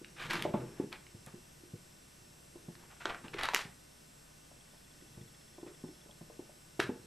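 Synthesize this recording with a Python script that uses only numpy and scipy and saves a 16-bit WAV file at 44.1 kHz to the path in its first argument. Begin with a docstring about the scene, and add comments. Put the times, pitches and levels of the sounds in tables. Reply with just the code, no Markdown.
"""Rabbits in a cage

Young rabbits and their mother scuffle close in front of a tape camcorder's microphone, in a small room that answers.
Paws ring the damped modes of a blanket-lined plastic floor pan, and shifting bodies push on the same modes.
Claws and wood pellets snap as short knocks with noise, and scrabble as dense clacks over the rub of cloth.
The camcorder adds its head drum's buzz (a row of harmonics), its focus motor's ticks, hum and hiss."""
import sys
import numpy as np
from scipy import signal
from scipy.fft import rfft, irfft, next_fast_len
from scipy.io import wavfile
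from scipy.ndimage import map_coordinates

SR = 44100
rng = np.random.default_rng(int(sys.argv[2]) if len(sys.argv) > 2 else 0)


def dump(signal):
    """Clip the signal to [-1, 1] and save it as 16-bit WAV at the path in sys.argv[1]."""
    limited = np.clip(np.atleast_2d(signal).T, -1, 1)
    pcm = np.round(limited * 32767).astype(np.int16)
    wavfile.write(sys.argv[1], SR, pcm)


N = 311346  # samples


def amp(db):
    """Gain of a level in dB."""
    return 10 ** (np.asarray(db) / 20)


def unit(x):
    """x at rms 1."""
    return x / np.sqrt(np.mean(x ** 2) + 1e-20)


def along(points, hz):
    """Value at hz between (frequency, value) points on a log frequency axis."""
    point_hz, values = np.transpose(points)
    return np.interp(np.log(hz + 1), np.log(point_hz + 1), values)


def curves(rows):
    """One value per sample for each column after the time."""
    times, *columns = np.transpose(rows)
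    return [np.interp(np.arange(N) / SR, times, column) for column in columns]


def wobble(rate):
    """A smooth random curve, rate knots a second."""
    knots = rng.standard_normal(int(N * rate / SR) + 4)
    return map_coordinates(knots, [np.arange(N) * rate / SR])


def filtered(x, response):
    """x with its spectrum multiplied by a response of frequency."""
    m = next_fast_len(N + SR // 2)
    hz = np.fft.rfftfreq(m, 1 / SR)
    return irfft(rfft(x, m) * response(hz), m)[..., :N]


def noise(spectrum):
    """Coloured noise of rms 1."""
    return unit(filtered(rng.standard_normal(N), lambda hz: amp(along(spectrum, hz))))


def ring(hz, t60, attack, length=.3):
    """A damped vibration: t60 [s] to fall 60 dB, attack time constant [s]."""
    t = np.arange(int(length * SR)) / SR
    return np.sin(2 * np.pi * hz * t) * amp(-60 * t / t60) * (1 - np.exp(-t / attack))


def add(track, s, db, sound):
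    """Lay a sound into a track at a time [s] and peak level [dB]."""
    spot = track[round(s * SR):][:len(sound)]
    spot += amp(db) * sound[:len(spot)] / np.abs(sound).max()


DRUM_HZ = 299.7  # tick rate of the head drum
# Drum buzz at the microphone, one row per multiple of the tick rate: (rms level before it wavers [dB])
DRUM_HARMONICS = [-82, -83, -92, -90, -80, -84, -95, -97, -80, -92, -89, -88, -99, -85, -85, -87, -79, -75,
                  -79, -78, -81, -83, -92, -82, -75, -77, -75, -77, -81, -81, -84, -90, -85, -83, -83, -87,
                  -83, -86, -81, -82, -86, -91]


def drum():
    """The heads strike the tape steadily: all multiples start together, as from one tick, and waver a little."""
    log_gain = np.log(amp(np.pad(DRUM_HARMONICS, (1, 22), "edge")))
    cepstrum = irfft(log_gain)
    cepstrum[len(cepstrum) // 2:] = 0
    phase = 2 * rfft(cepstrum).imag  # the phase of a causal tick with this spectrum
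    turn = 2 * np.pi * DRUM_HZ * np.arange(N) / SR + 0.044 * wobble(2.98)
    knots = np.linspace(0, N, 60)
    out = np.zeros(N)
    for k, db in enumerate(DRUM_HARMONICS, 1):
        waver = np.interp(np.arange(N), knots, amp(1.77 * rng.standard_normal(len(knots))))
        out += np.sqrt(2) * amp(db) * waver * np.cos(k * turn + phase[k])
    return out


# Mains and the drum's turn: (frequency [Hz], rms level [dB])
HUM_TONES = [(60, -72.5), (DRUM_HZ / 2, -73.5)]


def hum():
    """Steady sines at the mains frequency and the drum's rate of turning."""
    t = np.arange(N) / SR
    return sum(np.sqrt(2) * amp(db) * np.sin(2 * np.pi * hz * t) for hz, db in HUM_TONES)


# Colour of the hiss common to both channels: (frequency [Hz], relative level per Hz [dB])
HISS_MID = [(20, 3.5), (70, -0.5), (150, 5.5), (400, -6), (700, -10), (1500, -11), (5000, -13), (8000, -16),
            (12600, -19)]
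# Colour of a faint noise opposed between the channels: (frequency [Hz], relative level per Hz [dB])
HISS_SIDEWAYS = [(30, -11), (250, 4), (600, 10), (1500, 0), (3900, -6.5), (4300, -36), (12600, -29)]


def hiss():
    """Coloured random hiss ahead, and a separate faint noise opposed between the channels."""
    return amp(-61) * noise(HISS_MID), amp(-65.5) * noise(HISS_SIDEWAYS)


# Bodies shifting their weight on the pan: (time [s], level before it wobbles [dB])
SHUFFLE_LEVEL = [(0, -78), (.2, -59.5), (.33, -47.5), (.5, -48), (.62, -44), (.76, -60), (.95, -66.5),
                 (1.5, -75.5), (3.0, -67.5), (3.4, -54), (3.75, -102), (5.0, -77), (5.7, -70.5),
                 (6.78, -74), (6.85, -45.5), (7.06, -63.5)]
# Modes of the cage floor pan, for shuffles and paws alike: (frequency [Hz], relative level [dB], t60 [s])
PAN_MODES = [(128, -16.5, 0.5), (164.5, -3, 0.1), (212.7, -4, 0.076), (348.5, 4.5, 0.066),
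             (392.4, -9, 0.11), (466.7, -4.5, 0.098)]


def grains(rate, spread_db):
    """Random tiny impacts of very unequal size, rate a second, rms 1."""
    hits = rng.random(N) < rate / SR
    return unit(hits * rng.standard_normal(N) * amp(spread_db * rng.exponential(size=N)))


def shuffle():
    """Soft irregular pushes keep the pan's modes murmuring, the higher ones driven less."""
    level_db, = curves(SHUFFLE_LEVEL)
    pushes = 1.06 * rng.standard_normal(N) + grains(150, 0.92)
    lowest_hz = PAN_MODES[0][0]
    pan = sum(amp(db - 4 * np.log2(hz / lowest_hz)) * ring(hz, t60, 0.003) for hz, db, t60 in PAN_MODES)
    murmur = unit(signal.fftconvolve(pushes, pan)[:N])
    return amp(level_db + 1.1 * wobble(7.4)) * murmur


# How long the small room answers: (frequency [Hz], t60 [s])
ROOM_DECAY = [(120, 0.27), (500, 0.37), (2000, 0.31), (10000, 0.13)]
# Sideways part of the room's answer: (frequency [Hz], gain [dB])
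ROOM_WIDTH = [(100, -62), (600, -11), (2000, -51)]


def room(x):
    """Decaying noise answers the cage, ahead and sideways, drawn anew three times a second."""
    out = np.zeros((2, N + 2 * SR))
    hop, delay = SR // 3, 300  # samples
    for start in range(0, N, hop):
        hz, t, z = signal.stft(rng.standard_normal((2, SR // 2)), SR, nperseg=256)
        decay = amp(-60 * t / along(ROOM_DECAY, hz)[:, None])
        tail = signal.istft(z * decay, SR, nperseg=256)[1]
        tail /= np.linalg.norm(tail[0])
        answer = signal.fftconvolve(x[None, start:start + hop], tail, axes=1)
        out[:, start + delay:start + delay + answer.shape[1]] += answer
    return out[0, :N], filtered(out[1, :N], lambda hz: amp(along(ROOM_WIDTH, hz)))


# Paws landing on the pan: (time [s], peak level [dB], pitch of the thud [Hz], hardness [dB])
PAW_FALLS = [(0.012, -41.5, 306, -14), (0.449, -22, 392, 6.5), (0.538, -21, 216, 4.5),
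             (0.796, -22, 298, -14), (0.836, -36, 220, -14), (1.143, -39.5, 114, -21),
             (1.268, -42, 155, -3), (1.336, -40, 192, -12), (1.632, -47, 310, -12), (1.733, -34, 132, -37),
             (2.553, -43, 340, -3), (2.681, -34.5, 170, -7.5), (3.052, -31.5, 372, 10.5),
             (3.242, -38.5, 240, -19), (3.343, -35, 404, -20), (3.54, -32.5, 425, 2),
             (3.649, -39.5, 155, -9), (4.511, -49.5, 300, 14), (4.731, -52.5, 300, 15),
             (5.019, -50, 296, -12), (5.171, -39, 120, -12), (5.208, -41, 124, -33), (5.579, -42, 330, 4),
             (5.627, -36.5, 315, -0.5), (5.662, -39, 334, -16), (5.836, -32.5, 240, -12),
             (5.885, -40.5, 314, -7), (6.056, -50, 318, -1), (6.09, -50, 199, 7), (6.208, -40, 172, -4),
             (6.297, -44.5, 484, 5), (6.39, -35.5, 323, -8), (6.491, -49, 342, 17),
             (6.791, -21.5, 354, 2.5), (6.889, -24.5, 266, -7)]
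# The pan's stiff rim, rung by hard blows: (frequency [Hz], relative level [dB], t60 [s])
RIM_MODES = [(601.3, -1, 0.049), (679, 3.5, 0.023), (863, -11, 0.088), (1013, -8.5, 0.05)]


def paws():
    """A paw drives most the pan modes nearest its thud in pitch; a harder one rings the rim more."""
    out = np.zeros(N)
    chance = rng.standard_normal((len(PAW_FALLS), len(PAN_MODES) + len(RIM_MODES)))
    for (s, db, thud_hz, hard_db), luck in zip(PAW_FALLS, chance):
        blow = 3.5 * ring(thud_hz, 0.031, 0.3 / thud_hz)  # the pan gives under the paw
        for (hz, mode_db, t60), u in zip(PAN_MODES, luck):
            octaves_away = abs(np.log2(hz / thud_hz))
            blow += amp(mode_db + 3 * u - 6 * octaves_away) * ring(hz, t60, .004)
        for (hz, mode_db, t60), u in zip(RIM_MODES, luck[len(PAN_MODES):]):
            blow += amp(hard_db) * amp(mode_db + 3 * u) * ring(hz, t60, .0015)
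        add(out, s + 0.002846, db, blow)  # each thud starts about 3 ms after its listed time
    # a small pan sends out no deep bass
    return signal.lfilter(*signal.butter(2, 105, "high", fs=SR), out)


# Claws and pellets snapping on plastic: (time [s], peak level [dB], pitch [Hz], crack level [dB])
SNAP_HITS = [(0.046, -35, 2670, -43), (0.266, -39.5, 3600, -8), (0.3084, -23, 2130, -18),
             (0.3336, -23, 1420, -8), (0.3548, -25.5, 1390, -24), (0.394, -34, 3500, -24),
             (0.4234, -22, 3120, -8.5), (0.9273, -29, 2280, -14), (1.067, -44.5, 2130, -32),
             (1.263, -36, 1200, 16), (2.7532, -43.5, 1790, -24), (2.9139, -46, 1510, -25),
             (3.0555, -20.5, 1480, -54), (3.0969, -32, 2300, -28), (3.146, -32, 1440, -30),
             (3.2817, -38.5, 2800, -27), (3.3412, -34, 2230, -25), (3.3845, -32, 1620, -37),
             (3.4114, -28, 1300, -28), (3.434, -23, 3740, -11), (3.4553, -21.5, 1670, -13),
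             (3.466, -34, 1390, -40), (3.4873, -17.5, 990, -30), (3.5353, -23.5, 850, -37),
             (3.5466, -10, 2080, -5.5), (3.5617, -17.5, 1646, -45), (3.591, -27, 1170, -17),
             (6.8009, -15.5, 1640, -21)]


def snaps():
    """Each snap is a knock of a few cycles, a band of rattling noise around it, and a crack on top."""
    out = np.zeros(N)
    t = np.arange(SR // 10) / SR
    chance = rng.standard_normal((len(SNAP_HITS), 2, len(t)))
    bright = signal.butter(2, 4200, "high", fs=SR)
    for (s, db, hz, crack_db), (dull, sharp) in zip(SNAP_HITS, chance):
        knock = ring(hz, 9 / hz, .1 / hz, length=.1)[:len(t)]
        rattle = 0.69 * dull * amp(-60 * t / 0.017)
        body = signal.butter(3, [hz / 2, 4500], "band", fs=SR)
        crack = signal.lfilter(*bright, sharp * amp(crack_db - 60 * t / .007))
        add(out, s, db, signal.lfilter(*body, knock + rattle) + crack)
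    return out


def pellets(count=15000, size=160):
    """Thousands of tiny wooden clacks, each a few cycles at its own pitch and size; rms 1."""
    start = rng.random(count)
    pitch, cycles = rng.standard_normal((2, count))
    weight = rng.exponential(size=count)
    hz = np.clip(2200 * np.exp(.5 * pitch), 700, 11000)[:, None]
    turns = hz * np.arange(size) / SR
    clack = np.sin(2 * np.pi * turns) * np.exp(-turns / (1.8 * np.exp(.3 * cycles[:, None])))
    clack *= amp(3.8 * np.minimum(weight, 3)[:, None] - 2 * np.log2(hz / 2000))
    spot = (start * N).astype(int)[:, None] + np.arange(size)
    return unit(np.bincount(spot.ravel(), clack.ravel(), N + size)[:N])


ATTACK_S, SAG_DB_PER_S, RELEASE_DB_PER_S = 0.0073, -2, 311  # a negative sag swells


def stroke(start, length):
    """Level in dB of one stroke: it bites, swells very slightly while it lasts, then dies away."""
    t = np.arange(N) / SR - start
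    bite = np.clip(t / ATTACK_S, 1e-6, 1)
    sag_db = SAG_DB_PER_S * np.clip(t, 0, length)
    release_db = RELEASE_DB_PER_S * np.maximum(t - length, 0)
    return 20 * np.log10(bite) - sag_db - release_db


# Rub of fur and blanket: (frequency [Hz], relative level per Hz [dB])
CLOTH_RUB = [(300, -9), (800, -1.5), (2000, -2.5), (3600, -8), (5000, -16), (12000, -26)]
# Strokes of feet through pellets and cloth; bare claws are brighter, weight adds body:
# (start [s], length [s], level [dB], treble gain [dB], bass gain [dB])
FOOT_STROKES = [(0.159, 0.03, -54, -5, -7), (0.194, 0.14, -46.5, -2, -6), (0.295, 0.042, -38, 0.5, -5),
                (0.355, 0.095, -49, 2, 0), (0.534, 0.016, -51.5, -18, 8), (0.595, 0.24, -66, -18, 3),
                (0.914, 0.022, -50.5, -8, -2), (1.261, 0.015, -56.5, -6, 4),
                (2.776, 0.071, -65.5, -19, 2.5), (2.897, 0.067, -65, -15, 2),
                (2.999, 0.022, -52, -1.5, -7.5), (3.049, 0.022, -44.5, -7, 2), (3.088, .015, -48, -13, 3),
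                (3.131, 0.0098, -52.5, -18, 4), (3.237, 0.039, -57.5, -4, 4.5),
                (3.331, 0.015, -44.5, -17, -3), (3.384, 0.073, -40, -3.5, -2.5), (3.487, 0.017, -52, 1, -3),
                (3.535, 0.069, -47, 11, -4), (5.657, 0.014, -60, -13, 0), (6.793, 0.007, -34.5, 3, -17)]


def scrabble():
    """Pellets and claws clack densely over the rub of cloth."""
    rub = 0.7 * pellets() + 0.73 * noise(CLOTH_RUB)
    treble = filtered(rub, lambda hz: 1 / (1 + (4000 / (hz + 1)) ** 6))
    bass = filtered(rub, lambda hz: 1 / (1 + (hz / 1150) ** 6))
    middle = rub - treble - bass
    out = np.zeros(N)
    for s, length, db, treble_db, bass_db in FOOT_STROKES:
        coloured = middle + amp(treble_db) * treble + amp(bass_db) * bass
        out += amp(db + stroke(s, length)) * coloured
    return amp(2.76 * wobble(70)) * out


STEP_S = .0669  # pace of the focus motor
# The motor clicks on and off: (time [s], peak level [dB])
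FOCUS_CLICKS = [(4.611, -56), (6.113, -50.5)]
# Runs of even motor steps: (first step [s], end of run [s])
FOCUS_RUNS = [(4.7125, 4.92), (5.0123, 6.02)]


def focus():
    """The lens motor clicks on, steps with a high tick in runs, and clicks off; a lower tick keeps the pace."""
    out = np.zeros(N)
    tick = lambda hz, t60: ring(hz, t60, 0.0022, length=.05)
    lead = .002  # s, lets the tick swell in before its listed time
    for s, db in FOCUS_CLICKS:
        add(out, s - lead, db, tick(3320, 0.011))
    for first, last in FOCUS_RUNS:
        for s in np.arange(first, last, STEP_S):
            add(out, s - lead, -62 + rng.normal(0, 0.97), tick(3430, 0.026))
    for s in np.arange(4.678, 6.0, STEP_S):
        add(out, s, -64 + rng.normal(0, 1.2), tick(1940, .02))
    return out


def scene():
    """The cage in front, its pan barely to the left, and the camcorder's own noises."""
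    buzz = drum()
    hiss_mid, hiss_side = hiss()
    thumps = shuffle() + paws()
    cage = thumps + snaps() + scrabble()
    ahead, sideways = room(cage)
    mid = cage + amp(-9.5) * ahead + buzz + hum() + focus() + hiss_mid
    # the side channel holds the buzz only in a narrow band near 8 kHz
    buzz_side = filtered(buzz, lambda hz: amp(along([(7000, -75), (8000, 0.5), (9000, -49)], hz)))
    side = 0.012 * thumps + sideways + hiss_side + buzz_side
    return np.array([mid + side, mid - side])


TOP_HZ = 12650  # the camcorder's band limit


def record(dry):
    """The camcorder keeps nothing above its band limit."""
    return filtered(dry, lambda hz: hz < TOP_HZ)


dry = scene()
out = record(dry)
dump(out)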